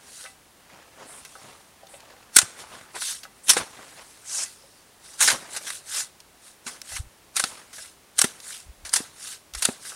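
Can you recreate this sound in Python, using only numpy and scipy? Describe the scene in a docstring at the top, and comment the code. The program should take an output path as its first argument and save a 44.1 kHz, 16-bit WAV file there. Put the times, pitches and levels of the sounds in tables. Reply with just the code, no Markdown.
"""In still forest air, boots pack cold snow in soft lurches and a light metal shovel drags, ticks and rattles.
Then stabs break the crust in quick bursts of snapping grains, most ending in a dull, damped thud, and crystals
hiss along the faintly ringing blade. After the second stab a load slides off in a bright spray, a small bird
trills thinly and slurs down, and a third stab leads to a second throw. Five more stabs follow, while low lumpy
noise buffets the microphone; the work leaves a faint scattered echo throughout."""
import sys
import numpy as np
from scipy import signal
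from scipy.fft import rfft, irfft, next_fast_len
from scipy.io import wavfile
from scipy.ndimage import uniform_filter1d

SR = 44100
rng = np.random.default_rng(int(sys.argv[2]) if len(sys.argv) > 2 else 0)


def store_wav(level_fs):
    """Save 16-bit WAV to argv[1]."""
    pcm = np.round(np.clip(np.atleast_2d(level_fs), -1, 1) * 32767)
    wavfile.write(sys.argv[1], SR, pcm.T.astype(np.int16))


N = 438794
TIME = np.arange(N) / SR  # seconds
BEATS = TIME[::32]  # coarse clock for slow movements, seconds

# the blade driven into the snow: (time [s], coarseness of the spot [dB], relative level of spilling crystals [dB],
# their dying time [s], relative level of snow packed under the blade [dB])
STABS = [(2.356, 2, -25, 0.023, -48.5), (3.481, -2, -27, 0.05, -42), (5.206, -0.5, -18.5, 0.055, -38),
         (6.662, 13, -38, 0.047, -53.5), (7.363, 4, -31.5, 0.084, -47.5), (8.184, -2, -29.5, 0.049, -46.5),
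         (8.931, 0, -29, 0.044, -52), (9.62, 1.5, -29, 0.043, -48)]


def amp(db):
    """Decibels to gain."""
    return 10 ** (np.asarray(db) / 20)


def unit(x):
    """Scales to an rms of one."""
    return x / np.sqrt(np.mean(x ** 2) + 1e-20)


def add(mix, s, sound):
    """Mixes a sound in at a time in seconds."""
    part = mix[max(round(s * SR), 0):][:len(sound)]
    part += sound[:len(part)]


def band(x, low_hz, high_hz, order=2):
    """Band-pass filter."""
    edges = [low_hz, min(high_hz, SR / 2 - 1)]
    return signal.sosfilt(signal.butter(order, edges, "bandpass", fs=SR, output="sos"), x)


def colour(x, spectrum, size=4096):
    """Causal filter of unit energy with the given spectrum, so that attacks stay sharp."""
    hz, db = np.transpose(spectrum)
    grid_hz = abs(np.fft.fftfreq(size, 1 / SR)) + 1
    log_gain = np.log(amp(np.interp(np.log(grid_hz), np.log(hz), db)))
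    # the Hilbert transform of the log gain gives the minimum phase
    minimum_phase = np.exp(np.conj(signal.hilbert(log_gain)))
    taps = np.fft.ifft(minimum_phase).real[:size // 2]
    return signal.oaconvolve(x, taps / np.linalg.norm(taps))[:len(x)]


def drift(rate_hz):
    """Slow random wander of rms one, fading out above the given rate."""
    size = next_fast_len(N, True)
    hz = np.fft.rfftfreq(size, 1 / SR)
    slow = rfft(rng.standard_normal(size)) * np.exp(-(hz / rate_hz) ** 2)
    return unit(irfft(slow, size)[:N])


def grains(per_s, spread_db, clump_db, clump_hz):
    """Ice bonds snapping: tiny clicks of uneven size, whose level swells in clumps."""
    snaps = (rng.random(N) < per_s / SR) * rng.choice([-1., 1.], N)
    size_db = spread_db * np.minimum(rng.exponential(1, N), 4)
    return unit(snaps * amp(size_db + clump_db * drift(clump_hz)))


def rasp(hiss, lumps_db=3.0, lumps_hz=70):
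    """Lumps tumbling among the crystals make the midrange rasp unevenly."""
    lump_gain = amp(lumps_db * (np.clip(drift(lumps_hz), -2, 2) - 1.0))
    return hiss + band(hiss, 1100, 4000, order=1) * (lump_gain - 1)


def swell(s, db, rise_s, fall_s, roundness=(1, 1)):
    """Gain of one movement that builds up to a moment and dies away; roundness 1 is pointed, 2 a bell."""
    away = np.maximum((s - BEATS) / rise_s, (BEATS - s) / fall_s)
    away = np.minimum(away, 20)
    return amp(db) * np.exp(-away ** np.where(BEATS < s, *roundness))


def together(swells):
    """Gain at every sample of independent movements, which add in power."""
    return np.interp(TIME, BEATS, np.sqrt(sum(gain ** 2 for gain in swells)))


def blade(x, damping):
    """The metal sheet rings in modes that flutter as it flexes; snow against it damps every mode faster."""
    # modes of the blade: (frequency [Hz], relative level [dB], t60 at damping 1 [s])
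    modes = [(550, 14, 0.067), (650, 7.5, 0.08), (780, -2.5, 0.36), (1159, -8.5, .2), (1282, 2.5, 0.057),
             (1510, 6.5, 0.045), (1645, -2, 0.074), (2000, -3, 0.23), (2230, -13, 0.071), (2650, -6.5, .25),
             (3690, -5, 0.04), (5560, 1.5, 0.06), (6115, 2.5, 0.08), (6750, 2, 0.04), (8470, -1, 0.035),
             (9030, -2, 0.0327)]
    t = TIME[:SR // 3]
    flutter = .002 * unit(uniform_filter1d(rng.standard_normal((len(modes), len(t))), 500))
    bent_t = t + np.cumsum(flutter, axis=1) / SR
    ring = np.zeros(len(t))
    for (hz, db, t60), bent in zip(modes, bent_t):
        ring += amp(db - 60 * t * damping / t60) * np.cos(2 * np.pi * hz * bent)
    return signal.oaconvolve(x, ring / np.linalg.norm(ring))[:len(x)]


def still_air(level_db=-55.5):
    """Steady coloured noise, the quiet bed of the clearing."""
    # spectrum of the still air: (frequency [Hz], relative density [dB per Hz])
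    air_spectrum = [(20, -14.5), (55, -0.5), (110, -2), (400, -3), (800, -4), (2000, -8.5), (4000, -11),
                    (7500, -13), (9500, -11), (12000, -17), (16000, -18.5)]
    return amp(level_db) * colour(rng.standard_normal(N), air_spectrum)


def gusts(gain_db=0.5, top_hz=88):
    """Wind on the microphone: lumpy low buffeting."""
    # short puffs: (middle [s], relative level [dB], half length [s])
    puffs = [(6.945, -45, 0.023), (7.005, -31, 0.0092), (7.052, -40, 0.021), (8.69, -43, 0.023),
             (8.842, -55, 0.072), (9.568, -45, .026)]
    strength = together([swell(s, db, half_s, half_s, (2, 2)) for s, db, half_s in puffs])
    return amp(gain_db) * strength * unit(band(rng.standard_normal(N), 27, top_hz, order=3))


def twitter(sweep_hz=380, trill_hz=60, pulse_depth=0.75, trill_end_s=4.76):
    """A small bird's thin whistle pulses and sweeps in a fast trill, then slurs down smoothly."""
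    # course of the call: (time [s], level before pulsing [dB], pitch before sweeping [Hz])
    call = [(4.51, -63, 5200), (4.62, -59.5, 5200), (4.699, -64, 5400), (4.765, -63, 4900),
            (4.785, -58.5, 4650), (4.825, -69.5, 4450)]
    s, db, hz = np.transpose(call)
    beat = 2 * np.pi * trill_hz * TIME
    trilling = TIME < trill_end_s
    pitch_hz = np.interp(TIME, s, hz) + sweep_hz * trilling * np.sin(beat)
    turns = np.cumsum(pitch_hz) / SR
    calling = (TIME > s[0]) * (TIME < s[-1])
    pulses = 1 - pulse_depth * trilling * np.cos(beat)
    return amp(np.interp(TIME, s, db)) * calling * pulses * np.sin(2 * np.pi * turns)


def trees(x, t60=0.532, delay_s=0.021):
    """Trunks scatter an echo back across the snow: sparse random reflections that die away."""
    t = TIME[:SR]
    taps = rng.standard_normal(SR) * (rng.random(SR) < 2000 / SR) * (t > delay_s)
    tail = band(taps, 300, 6000, order=1) * amp(-60 * t / t60)
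    return signal.oaconvolve(x, tail / np.linalg.norm(tail))[:N]


def swishes():
    """A sleeve brushes past: fine weave rubbing on weave gives a narrow, high whisper."""
    # brushes of the sleeve: (time [s], level [dB], length [s])
    strokes = [(1.041, -47.5, 0.2), (1.871, -52, 0.13), (3.426, -45, 0.072)]
    strength = np.zeros(N)
    for s, db, length_s in strokes:
        add(strength, s, amp(db) * signal.windows.tukey(round(length_s * SR), .6))
    return strength * unit(band(rng.standard_normal(N), 7800, 10200, order=2))


def clicks(top_hz=6300, ring_db=-11, damping=2):
    """Play in the shaft joint: a bright tick that runs down into the blade."""
    # ticks of the joint: (time [s], level [dB], lower edge [Hz], dying time [s])
    joint_ticks = [(1.2501, -36.5, 1500, 0.0066), (1.869, -46, 2700, 0.0055), (2.004, -44, 1900, 0.0036),
                   (3.233, -37, 1910, 0.012), (6.203, -41, 3800, .004), (6.8165, -26.5, 4000, 0.0021),
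                   (8.402, -36.5, 3480, 0.0036), (8.893, -29, 4500, 0.0034), (9.537, -32.5, 3040, 0.005)]
    ticks, t = np.zeros(N), TIME[:SR // 20]
    for s, db, low_hz, die_s in joint_ticks:
        noise = band(rng.standard_normal(len(t)), low_hz, max(top_hz, low_hz + 100), order=1)
        add(ticks, s, amp(db) * unit(noise) * np.exp(-t / die_s))
    return ticks + amp(ring_db) * blade(ticks, damping)


def knocks(scuff_db=-4, body_db=-13, gain_db=2):
    """Gloves and lumps of snow jolt the free blade with a short scuffing blow that has a dull body."""
    # blows in the open air: (time [s], relative level [dB], centre [Hz], dying time [s])
    jolts = [(.2395, -40.5, 4000, 0.0046), (.252, -48, 1420, 0.0089), (.26, -43, 2680, 0.0081),
             (1.353, -42.5, 1120, 0.0056), (1.832, -51, 660, 0.0039), (1.937, -51, 734, 0.0052),
             (1.94, -48.5, 3050, 0.011), (3.252, -35.5, 1580, 0.0022), (4.636, -53.5, 573, 0.0034),
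             (6.92, -40.5, 1560, 0.0036), (7.782, -40.5, 1710, 0.0066), (9.866, -50, 1790, 0.0033),
             (9.92, -44.5, 1260, 0.0059)]
    blows, t = np.zeros(N), TIME[:SR // 10]
    for s, db, hz, die_s in jolts:
        scuff, body = rng.standard_normal((2, len(t)))
        scuff = unit(band(scuff, hz / 1.31, hz * 1.27))
        body = unit(band(body, 480, 1600))
        add(blows, s, amp(db) * (scuff + amp(body_db) * body) * np.exp(-t / die_s))
    return amp(gain_db) * (blade(blows, 1.0) + amp(scuff_db) * blows)


def thuds(overtone=1.6, overtone_db=-5, grit_db=-7):
    """A boot or the blade stops on firm snow: a heavily damped push with a little low grit."""
    # stops on firm snow: (time [s], relative level [dB], pitch [Hz], dying time [s])
    stops = [(1.44, -50.5, 130, .03), (2.429, -32.5, 111, 0.0088), (3.568, -14.5, 496, 0.0051),
             (6.663, -40.5, 243, 0.017), (7.440, -27, 235, 0.003), (8.2433, -17.5, 242, 0.0053),
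             (9.004, -25.5, 277, 0.0041), (9.688, -17, 249, 0.0051)]
    out, t = np.zeros(N), TIME[:SR // 10]
    for s, db, hz, die_s in stops:
        push = np.sin(2 * np.pi * hz * t)
        push += amp(overtone_db) * np.sin(2 * np.pi * hz * overtone * t)
        grit = amp(grit_db) * unit(band(rng.standard_normal(len(t)), hz / 2, 2100))
        add(out, s, amp(db) * band((push + grit) * np.exp(-t / die_s), hz / 2, 3000))
    return out


def packing(after_s=0.045, rise_s=0.025, die_s=0.12, gain_db=2):
    """Under each stab and tread deeper snow collapses in small lurches, muffled by the snow above it."""
    # weight shifting onto a boot or the blade: (heaviest moment [s], relative level [dB], half length [s])
    shifts = [(0.037, -58.5, 0.077), (0.761, -52.5, 0.11), (1.02, -49, 0.047), (1.114, -51, .15),
              (1.467, -51, 0.14), (2.077, -54.5, 0.3), (2.598, -46, 0.04), (2.768, -48, 0.13),
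              (2.966, -39.5, 0.018), (3.598, -33, 0.035), (3.795, -51, 0.29), (4.004, -52, 0.029),
              (5.34, -37.5, .03), (5.483, -51.5, 0.31), (7.55, -52.5, 0.17)]
    # muffled spectrum of deeper snow: (frequency [Hz], relative density [dB per Hz])
    packed_spectrum = [(30, -15), (100, -6), (280, -3), (550, 0.5), (850, 1.5), (1600, -1.5), (3000, -7),
                       (7000, -14.5), (14000, -33)]
    # roundness of (weight coming on, snow settling)
    tread_roundness = (1.6, 2)
    pushes = [swell(s + after_s, db, rise_s, die_s) for s, *_, db in STABS]
    treads = [swell(s, db, half_s, half_s, tread_roundness) for s, db, half_s in shifts]
    lurches = grains(per_s=4000, spread_db=2.6, clump_db=2.2, clump_hz=60)
    return amp(gain_db) * colour(lurches * together(pushes + treads), packed_spectrum)


def throws(release_s=0.014, body_db=-11, ring_db=0):
    """A load slides ever faster and leaves the lip in a bright spray; the blade rings from about then."""
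    # loads flung off: (start [s], level of the hiss at the release [dB], time sliding [s], blade damping [factor])
    loads = [(4.245, -26.5, 0.19, 0.81), (5.861, -29.5, 0.15, 2.8)]
    out, t = np.zeros(N), TIME[:SR // 2]
    lumps = rasp(unit(band(rng.standard_normal(N), 680, 4100)))
    for s, db, slide_s, damping in loads:
        speed = np.minimum(t / slide_s, 1) * np.exp(-np.maximum(t - slide_s, 0) / release_s)
        strength = amp(db) * speed
        hiss = strength * unit(band(rng.standard_normal(len(t)), 5100, 9150, order=3))
        body = strength * lumps[round(s * SR):][:len(t)]
        freed = t > slide_s - release_s
        ring = blade(band(body * freed, 1400, 2500), damping)
        add(out, s, hiss + amp(body_db) * (body + amp(ring_db) * ring))
    return out


def sliding(spill_after_s=0.029, spill_rise_s=0.03, ring_db=-6, crumbs_db=-17, gain_db=-1):
    """Crystals hiss along the metal in every stab and drag and make it sing; coarse crumbs patter among them."""
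    # the blade drawn through or out of loose snow:
    # (fastest moment [s], relative level [dB], speeding up [s], slowing down [s])
    strokes = [(0.205, -42.5, 0.13, 0.088), (1.349, -52.5, 0.32, 0.27), (2.605, -42, 0.027, 0.026),
               (2.77, -53, 0.21, .08), (3.061, -29.5, 0.07, 0.093), (3.92, -52.5, 0.46, 0.8),
               (4.358, -36.5, 0.08, 0.13), (5.08, -48, 0.054, 0.28), (5.56, -35.5, 0.049, 0.014),
               (5.74, -38, 0.14, 0.052), (5.979, -28, 0.073, 0.058), (6.479, -50.5, 0.062, 0.065),
               (6.95, -35.5, 0.073, 0.047), (7.789, -40.5, 0.049, 0.094), (8.51, -38, 0.081, 0.091),
               (9.291, -36.5, 0.094, 0.065), (9.585, -36.5, 0.017, 0.03), (9.88, -38, 0.057, 0.067)]
    # spectrum of loose crystals on metal: (frequency [Hz], relative density [dB per Hz])
    crystal_spectrum = [(100, -47), (380, -31), (600, -32.5), (1000, -12.5), (1600, -14), (2700, -5.5),
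                        (4000, -1), (6500, -3), (9400, 1.5), (10600, -2.5), (12000, -11), (15500, -25)]
    # roundness of (speeding up, leaving the snow)
    drag_roundness = (1.8, 1.86)
    spills = [swell(s + spill_after_s, db, spill_rise_s, die_s, (2, 1)) for s, _, db, die_s, _ in STABS]
    drags = [swell(*stroke, drag_roundness) for stroke in strokes]
    flow = together(spills + drags)
    crystals = grains(per_s=14000, spread_db=3.0, clump_db=1.0, clump_hz=117.0)
    hiss = rasp(colour(crystals * flow, crystal_spectrum))
    crumbs = unit(band(grains(per_s=200, spread_db=2, clump_db=2, clump_hz=20), 1300, 2100))
    snow = hiss + amp(crumbs_db) * crumbs * flow
    return amp(gain_db) * (snow + amp(ring_db) * blade(snow, damping=2.6))


def coarseness(s):
    """Extra midrange in dB of a crunch: fine crust on top, coarse snow below, loose clods afterwards."""
    # coarseness as the blade goes deeper: (time since the stab [s], extra midrange [dB])
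    depths = [(0, -1), (.03, 3.5), (.055, 12), (.09, 13), (.25, 9.5)]
    # the latest stab, or one just about to start
    start, spot_db = [stab for stab in STABS if stab[0] < s + .01][-1][:2]
    age_s, db = np.transpose(depths)
    return np.interp(s - start, age_s, db) + spot_db * (s - start < age_s[-1])


def crunches(hold_share=0.91, rise_s=0.00057, ring_db=-8, damping=6.39, linger_db=-19, linger_s=0.02, gain_db=-1):
    """The crust gives way in bursts of snapping grains, and crumbs keep breaking behind each burst."""
    # the snow giving way: (time [s], relative level [dB], length [s]);
    # each holds for a share of its length, then dies with that length as time constant
    breaks = [(2.361, -18, 0.0082), (2.365, -2, 0.0028), (2.3856, -8, 0.0035), (2.415, -33, 0.0054),
              (2.951, -40, 0.018), (3.017, -34.5, 0.006), (3.482, -22, 0.01), (3.493, -10.5, 0.012),
              (3.533, -27, 0.0034), (3.566, -29.5, 0.015), (5.205, -17.5, 0.015), (5.223, -26, 0.023),
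              (5.276, -21, 0.012), (5.299, -28.5, 0.0095), (5.315, -34, 0.013), (5.563, -32, 0.011),
              (5.667, -35.5, 0.016), (5.702, -32.5, 0.0035), (6.665, -39.5, 0.018), (6.963, -36, 0.0097),
              (7.357, -30.5, 0.0054), (7.3645, -21.5, 0.0095), (7.396, -20.5, 0.005), (7.4386, -23, 0.0022),
              (7.729, -45.5, 0.014), (8.182, -25, 0.0041), (8.1885, -13, 0.0049), (8.2145, -10.5, 0.0038),
              (8.24, -23, 0.0055), (8.85, -41, 0.023), (8.9307, -23, 0.0016), (8.9354, -15.5, 0.0058),
              (8.958, -18.5, 0.0079), (9.548, -33, 0.0053), (9.622, -18.5, 0.0065), (9.651, -14.5, 0.0037)]
    # spectrum of breaking crust: (frequency [Hz], relative density [dB per Hz])
    crust_spectrum = [(60, -32.5), (300, -18), (600, -21.5), (1000, -10.5), (1500, -6.5), (2400, -6.5),
                      (4500, -2.5), (7000, -0.5), (9300, 3.5), (10700, -1), (12000, -11.5), (15500, -24.5)]
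    fine, coarse, t = np.zeros(N), np.zeros(N), TIME[:SR // 4]
    for s, db, length_s in breaks:
        after = np.maximum(t - hold_share * length_s, 0)
        crumbling = amp(linger_db) * np.exp(-after / linger_s)
        fall = np.hypot(np.exp(-after / length_s), crumbling)
        burst = amp(db) * (1 - np.exp(-t / rise_s)) * fall
        add(fine, s, burst)
        add(coarse, s, burst * (amp(coarseness(s)) - 1))
    snaps = grains(per_s=24000, spread_db=1.8, clump_db=1.3, clump_hz=600)
    # larger pieces of crust break less often and add a gritty midrange
    pieces = unit(snaps + .8 * grains(per_s=1400, spread_db=2.2, clump_db=2, clump_hz=200))
    grit = band(pieces * coarse, 404, 3000, order=1)
    snow = colour(snaps * fine + grit, crust_spectrum)
    return amp(gain_db) * (snow + amp(ring_db) * blade(snow, damping))


def shifting(x, patchy_db=2.5, patch_hz=330, patch_s=0.015):
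    """Lumps and hollows shift around the blade, so the colour of the snow wanders in small patches."""
    hz, t, z = signal.stft(x, SR, nperseg=256, noverlap=192)
    patches = rng.standard_normal((len(t), len(hz))).T
    # smooth across frequency, then across time
    for axis, share in enumerate([hz[1] / patch_hz, t[1] / patch_s]):
        patches = signal.filtfilt([1], [1, -np.exp(-2 * share)], patches, axis=axis, padtype="even")
    gain = amp(patchy_db * np.clip(unit(patches), -2, 2))
    return signal.istft(z * unit(gain), SR, nperseg=256, noverlap=192)[1][:N]


def scene(echo_db=-30):
    """The still air, wind and bird around the digging and its echo."""
    snow = shifting(crunches() + sliding() + throws() + packing())
    work = snow + thuds() + knocks() + clicks() + swishes()
    echo = amp(echo_db) * trees(work)
    return (still_air() + gusts() + twitter() + echo + work)[None]


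def record(dry, cutoff_hz=15900):
    """Peaks beyond full scale overload the recorder and clip; then a low-pass limits the band."""
    clipped = np.clip(dry, -1, 1)
    lowpass = signal.firwin(511, cutoff_hz, window=("kaiser", 9), fs=SR)
    return signal.oaconvolve(clipped, lowpass[None], "same")


dry = scene()
out = record(dry)
store_wav(out)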